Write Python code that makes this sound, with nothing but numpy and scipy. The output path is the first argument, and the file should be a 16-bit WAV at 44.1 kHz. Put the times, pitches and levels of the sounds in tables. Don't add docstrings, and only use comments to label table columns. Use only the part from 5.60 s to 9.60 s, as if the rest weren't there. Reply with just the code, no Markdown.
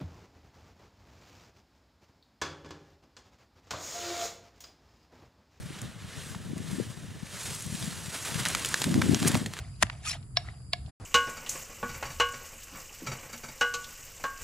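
import sys
import numpy as np
from scipy import signal
from scipy.fft import rfft, irfft
from scipy.io import wavfile
from scipy.ndimage import uniform_filter1d

SR = 44100
rng = np.random.default_rng(int(sys.argv[2]) if len(sys.argv) > 2 else 0)


def generate_wav(signal):
    frames = np.transpose(np.atleast_2d(signal))
    scaled = np.clip(frames, -1, 1) * 32767
    pcm = np.round(scaled).astype(np.int16)
    wavfile.write(sys.argv[1], SR, pcm)


N = 176400
TIME = np.arange(N) / SR

# t/s, pop level/dB, crack level/dB, pop f/Hz, decay/ms
CLAP_CUES = [(0.748, -38, -52, 1060, .7), (0.7502, -48, -45, 1840, 2.8), (2.8534, -33, -24.5, 2020, 1.2),
             (2.86, -33, -26, 1520, 0.77), (2.9494, -25.5, -22, 1340, 1.7), (3.0479, -40, -24.5, 2250, 1.5),
             (3.1421, -21, -21, 1680, 1.5), (3.2174, -29, -24, 920, 4.7), (3.2413, -25.5, -22, 2080, 0.2),
             (3.3424, -35, -30, 1760, 0.51), (3.4166, -25.5, -27, 1430, 0.95), (3.4188, -27, -34, 2290, 2),
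             (3.4205, -22.5, -33, 1640, 0.71), (3.5462, -31.5, -21.5, 1380, 0.25),
             (3.6285, -30.5, -30, 980, 0.36), (3.649, -32, -33, 1660, 1.6), (3.753, -22, -28, 870, 0.24),
             (3.8608, -33.5, -31, 1810, 4), (3.9366, -38, -34.5, 1400, 0.38), (3.9677, -39, -45, 1720, 5.4),
             (3.9891, -38.7, -34, 1510, 1.1)]
# f/Hz, level/dB
POP_EQ = [(150, 19), (600, 6.5), (1150, -2), (2200, -10), (3000, -23), (8000, -46)]
CRACK_EQ = [(800, -17), (2000, 2), (3000, 1.5), (4200, 0.5), (5300, -4), (7200, 0.5), (9300, -10),
            (11500, -10), (16000, -35)]
# peak t/s, rise/s, fall/s, body level/dB, hiss level/dB
SWISH_CUES = [(2.547, 0.014, 0.027, -36.5, -40.5), (2.652, 0.0047, 0.062, -39, -40),
              (2.799, 0.01, 0.011, -33, -35), (2.864, 0.0054, 0.01, -31.5, -39),
              (2.901, 0.0092, 0.0076, -35.5, -37), (2.995, .004, 0.014, -39, -41),
              (3.665, 0.0074, 0.025, -31, -61), (3.677, 0.0086, 0.0048, -35, -27),
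              (3.6827, 0.0037, 0.0035, -46, -22), (3.746, 0.0017, 0.0016, -28.5, -37),
              (3.773, 0.011, 0.0047, -41, -36)]
# f/Hz, level/dB
BODY_EQ = [(150, 0), (500, -0.5), (1000, 0), (1500, 2.5), (2300, 2), (3800, -2.5), (6000, -5), (16000, -31)]
HISS_EQ = [(1500, -46), (4200, -8), (7000, 2.5), (9500, 2), (11500, -5), (13500, -13.5), (16000, -17)]
# t/s, mid level/dB, treble level/dB
RUSTLE_FADERS = [(0, -55, -55.5), (0.17, -48, -54), (0.37, -53.5, -60.5), (0.56, -47, -51.0),
                 (0.7, -51, -47.5), (0.8, -53, -56.5), (0.95, -54.5, -57), (1.13, -48.5, -48),
                 (1.24, -49.5, -50.1), (1.36, -54.5, -55.5), (1.58, -54, -58), (1.73, -48.5, -47.5),
                 (1.85, -44, -39), (2.08, -50.5, -45), (2.21, -45.5, -41.5), (2.4, -47.5, -45.5),
                 (2.6, -46.5, -42), (2.72, -40.5, -41), (3.0, -40.5, -40.5), (3.2, -40.5, -39),
                 (3.38, -45.5, -44.5), (3.5, -43, -41), (3.61, -42.5, -41), (3.71, -38, -38.5),
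                 (3.77, -40, -43.5), (3.81, -46.5, -47), (3.89, -55, -53.5), (3.99, -46, -50)]
# f/Hz, level/dB
SCRAPE_EQ = [(200, 0.5), (500, 1), (750, -3.5), (1000, 0), (1350, 0), (1800, 2.5), (2300, -1.5),
             (3000, -.5), (3900, -2), (5200, -9.5), (8000, -13), (16000, -36)]
FIZZ_EQ = [(1500, -17), (3500, -6), (5200, -4), (7200, -1.5), (9300, -3), (11300, -8.5), (13000, -15.5),
           (15800, -24)]
# t/s, level/dB
SNAP_CUES = [(.216, -38.5), (0.9786, -46.5), (1.949, -37.5), (2.0068, -42), (2.022, -37.5), (2.063, -42),
             (2.885, -28.5), (3.058, -30.5), (3.0872, -32.5), (3.2015, -39), (3.234, -55)]
# f/Hz, level/dB, t60/s
TWIG_MODES = [(7030, -8, 0.016), (9280, -21, 0.038)]
# t/s, left level/dB, right level/dB
WIND_FADERS = [(0, -40, -39.5), (0.16, -46.5, -47.5), (0.24, -39, -39.5), (0.33, -48.5, -52),
               (0.44, -43, -47), (0.5, -52, -54), (0.6, -39.5, -47), (0.8, -42, -44.5), (0.92, -36.5, -42),
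               (1.22, -37, -44), (1.36, -42, -49), (1.57, -44, -44), (1.72, -47.5, -54), (1.9, -42.5, -46),
               (2.0, -45.5, -49), (2.11, -38.5, -44), (2.29, -38.5, -39), (2.35, -40.5, -44),
               (2.62, -52.5, -68), (2.76, -39, -43), (3.2, -44.5, -47), (3.27, -29, -31),
               (3.35, -27.5, -26), (3.545, -23.5, -30.5), (3.583, -36, -41), (3.615, -27.5, -32),
               (3.76, -27.5, -31.5), (3.88, -39, -38.5), (3.99, -55, -55)]
# f/Hz, level/dB
BREEZE_EQ = [(20, -44), (38, -8), (60, -4.5), (110, 4), (180, 1.5), (270, -10), (400, -17.5), (700, -23),
             (2000, -45)]
GUST_EQ = [(20, -50), (38, -33), (60, -10.5), (110, 1), (170, 1.5), (260, -1.5), (350, -8.5), (450, -17.5),
           (700, -22.5), (2000, -60)]
# t/s, left
# level/dB, right level/dB, f/Hz
EDDY_CUES = [(0.026, -37, -46, 179), (.061, -28, -46, 140), (0.107, -28.5, -41, 280),
             (0.449, -30, -36, 135), (0.581, -28.5, -32, 142), (.934, -21.5, -34, 260),
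             (1.004, -24.5, -32, 160), (1.132, -19, -30, 190), (1.186, -21, -31, 270),
             (1.201, -16, -32, 373), (1.21, -19, -30, 195), (1.632, -24, -36, 173),
             (2.068, -28.5, -37, 153), (2.126, -29, -42, 173), (2.15, -22, -40, 185),
             (2.242, -25, -41, 159), (2.279, -22, -37, 185), (2.484, -29, -39, 150),
             (2.721, -26.5, -40, 182), (2.758, -18.5, -38, 149), (2.81, -22.5, -35, 154),
             (3.301, -32, -17.5, 196), (3.322, -17.5, -34, 220), (3.36, -20, -17, 250),
             (3.379, -11, -15.5, 240), (3.444, -15.5, -33, 205), (3.496, -5, -34, 230),
             (3.535, -11.5, -34, 260), (3.622, -14.5, -17.5, 199), (3.657, -13.5, -36, 325),
             (3.746, -14.5, -14, 170), (3.817, -22, -28, 216)]
# f/Hz, t60/s
ECHO_DECAY = [(200, 1), (1500, 0.97), (6000, 0.19), (16000, 0.58)]
# f/Hz, level/dB
BACKGROUND_EQ = [(30, 1), (100, 21.5), (300, -3.5), (600, -0.5), (1000, -11), (1700, -1), (4000, -22),
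                 (6000, -6), (9500, -18), (16000, -39)]
# f/Hz, side level/dB
WIDTH_EQ = [(200, -3), (1300, -17), (2500, -10.5), (4300, -4.5), (6000, -1.5), (9000, -13), (16000, -1)]


def wing_claps(trim_db=-2, grit=0.38, rise_s=0.00013, longest_ring_s=0.0018, size=2048):
    out, t = np.zeros(N), np.arange(size) / SR
    attack = np.minimum(t / rise_s, 1)
    tail = amp(-12) * np.exp(-t / 0.0038)
    for s, pop_db, crack_db, hz, decay_ms in CLAP_CUES:
        age = t * 1000 / decay_ms
        envelope = np.exp(-age) + tail
        ring = np.sin(2 * np.pi * hz * t) * np.exp(-np.maximum(age, t / longest_ring_s))
        pop = attack * (ring + grit * noise(POP_EQ, size) * envelope)
        low_cut = signal.butter(2, 0.36 * hz, "highpass", fs=SR)
        pop = signal.lfilter(*low_cut, pop)
        crack = attack * noise(CRACK_EQ, size) * envelope
        add(out, s, amp(pop_db) * unit_hit(pop) + amp(crack_db) * unit_hit(crack))
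    return amp(trim_db) * out


def wing_swishes(rough_db=2.0):
    body, hiss = np.zeros(N), np.zeros(N)
    for s, rise, fall, body_db, hiss_db in SWISH_CUES:
        stroke = np.exp(-np.maximum((s - TIME) / rise, (TIME - s) / fall))
        body += amp(body_db) * stroke
        hiss += amp(hiss_db) * stroke
    return (body * noise(BODY_EQ) + hiss * noise(HISS_EQ)) * amp(rough_db * wander(hz=400))


def leaves(tick_db=-9.5, flick_db=-8.5, stirred_db=-40.5, flicker_db=1.0):
    mid_db, treble_db = curves(RUSTLE_FADERS)
    presence = amp(0.5 * (treble_db - stirred_db))
    flicks, rustle = leaf_flicks(), np.zeros(N)
    for eq, level_db in (SCRAPE_EQ, mid_db + 0.5), (FIZZ_EQ, treble_db - 0.5):
        far = leaf_wash(eq)
        near = amp(tick_db) * colour(leaf_ticks(), eq) + amp(flick_db) * colour(flicks, eq)
        rustle += amp(level_db) * unit_rms(far + presence * near)
    return rustle * amp(flicker_db * wander(hz=42.3))


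def leaf_ticks(per_s=1300, decay_cycles=1.6, pitches=16):
    out, t = np.zeros(N), np.arange(160) / SR
    for hz in np.geomspace(1200, 13000, pitches):
        tick = unit_rms(np.sin(2 * np.pi * hz * t) * np.exp(-hz * t / decay_cycles))
        starts = triggers(per_s / pitches, spread_db=4.5, most_db=18)
        out += np.sqrt(hz) * np.convolve(starts, tick)[:N]
    return out


def leaf_flicks(per_s=60, decay_s=0.0028):
    starts = triggers(per_s, spread_db=2, most_db=6)
    envelope = signal.lfilter([1], [1, -np.exp(-1 / (decay_s * SR))], starts)
    return envelope * rng.standard_normal(N)


def leaf_wash(eq, patch_db=1.42, size=512):
    bands = signal.stft(noise(eq), nperseg=size)[2]
    patches = uniform_filter1d(rng.standard_normal(bands.shape), size=4, axis=0)
    patches = unit_rms(uniform_filter1d(patches, size=9, axis=1))
    return unit_rms(signal.istft(bands * amp(patch_db * patches), nperseg=size)[1][:N])


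def twig_snaps(rise_s=0.00068, decay_s=0.0028, size=2048):
    out, t = np.zeros(N), np.arange(size) / SR
    attack = np.minimum(t / rise_s, 1)
    ring = sum(amp(db - 60 * t / t60) * np.sin(2 * np.pi * hz * t) for hz, db, t60 in TWIG_MODES)
    for s, db in SNAP_CUES:
        crack = noise(HISS_EQ, size) * np.exp(-t / decay_s)
        add(out, s, amp(db) * unit_hit(attack * (crack + ring)))
    return out


def wind(breeze_db=-39, gust_db=-36.5, shared_power=0.44, puff_db=5.0, trim_db=-0.5):
    shared, ports = rng.standard_normal(N), []
    puffs_db = puff_db * np.tanh(wander(hz=35))
    for level_db in curves(WIND_FADERS):
        flow = np.sqrt(shared_power) * shared + np.sqrt(1 - shared_power) * rng.standard_normal(N)
        crossfade = np.clip((level_db - breeze_db) / (gust_db - breeze_db), 0, 1)
        rumble = (1 - crossfade) * colour(flow, BREEZE_EQ) + crossfade * colour(flow, GUST_EQ)
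        rumble /= np.sqrt(uniform_filter1d(rumble ** 2, 3600) + 1e-9)
        ports.append(rumble * amp(level_db + trim_db + puffs_db))
    return np.array(ports)


def eddies(width_cycles=0.67):
    left, right, t = np.zeros(N), np.zeros(N), np.arange(-900, 900) / SR
    for s, left_db, right_db, hz in EDDY_CUES:
        puff = np.exp(-(hz * t / width_cycles) ** 2)
        add(left, s + t[0], amp(left_db) * puff * np.cos(2 * np.pi * hz * t))
        add(right, s + t[0], amp(right_db) * puff * np.sin(2 * np.pi * hz * t))
    return np.array([left, right])


def tree_echo(x, send_db=-17):
    hz, t, bands = signal.stft(rng.standard_normal(SR // 2), SR, nperseg=256)
    decay = amp(-60 * t / at_hz(ECHO_DECAY, hz)[:, None])
    tail = signal.istft(bands * decay, SR, nperseg=256)[1]
    return amp(send_db) * signal.fftconvolve(x, tail / np.linalg.norm(tail))[:N]


def background(level_db=-53.5):
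    return amp(level_db) * noise(BACKGROUND_EQ)


def amp(db):
    return 10 ** (np.asarray(db) / 20)


def unit_rms(x):
    return x / np.sqrt(np.mean(x ** 2) + 1e-20)


def unit_hit(x):
    return x / np.sqrt(np.mean(x[:176] ** 2) + 1e-20)


def at_hz(table, hz):
    f, value = np.transpose(table)
    return np.interp(np.log(hz + 1), np.log(f + 1), value)


def curves(table):
    s, *columns = np.transpose(table)
    return np.array([np.interp(TIME, s, c) for c in columns])


def add(mix, s, sound):
    part = mix[max(0, round(s * SR)):][:len(sound)]
    part += sound[:len(part)]


def colour(x, eq):
    n = x.shape[-1]
    gain = amp(at_hz(eq, np.fft.rfftfreq(n, 1 / SR)))
    return unit_rms(irfft(rfft(x) * gain, n))


def noise(eq, size=N):
    return colour(rng.standard_normal(size), eq)


def wander(hz):
    rolloff = 1 + (np.fft.rfftfreq(N, 1 / SR) / hz) ** 4
    return unit_rms(irfft(rfft(rng.standard_normal(N)) / rolloff, N))


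def triggers(per_s, spread_db, most_db):
    fired = rng.random(N) < per_s / SR
    return fired * amp(np.minimum(spread_db * rng.exponential(1, N), most_db))


def scene(side_db=-13, right_db=0.5):
    hits = wing_claps() + twig_snaps()
    centre = hits + tree_echo(hits) + wing_swishes() + leaves() + background()
    width = amp(side_db + at_hz(WIDTH_EQ, np.fft.rfftfreq(N, 1 / SR)))
    side = irfft(1j * rfft(centre) * width, N)
    return np.array([centre - side, (centre + side) * amp(right_db)]) + wind() + eddies()


def record(dry, low_cut_hz=53, high_cut_hz=15900):
    low_cut = signal.butter(3, low_cut_hz, "highpass", fs=SR, output="sos")
    high_cut = signal.firwin(511, high_cut_hz, window=("kaiser", 9), fs=SR)
    return signal.oaconvolve(signal.sosfilt(low_cut, dry), high_cut[None], "same")


dry = scene()
out = record(dry)
generate_wav(out)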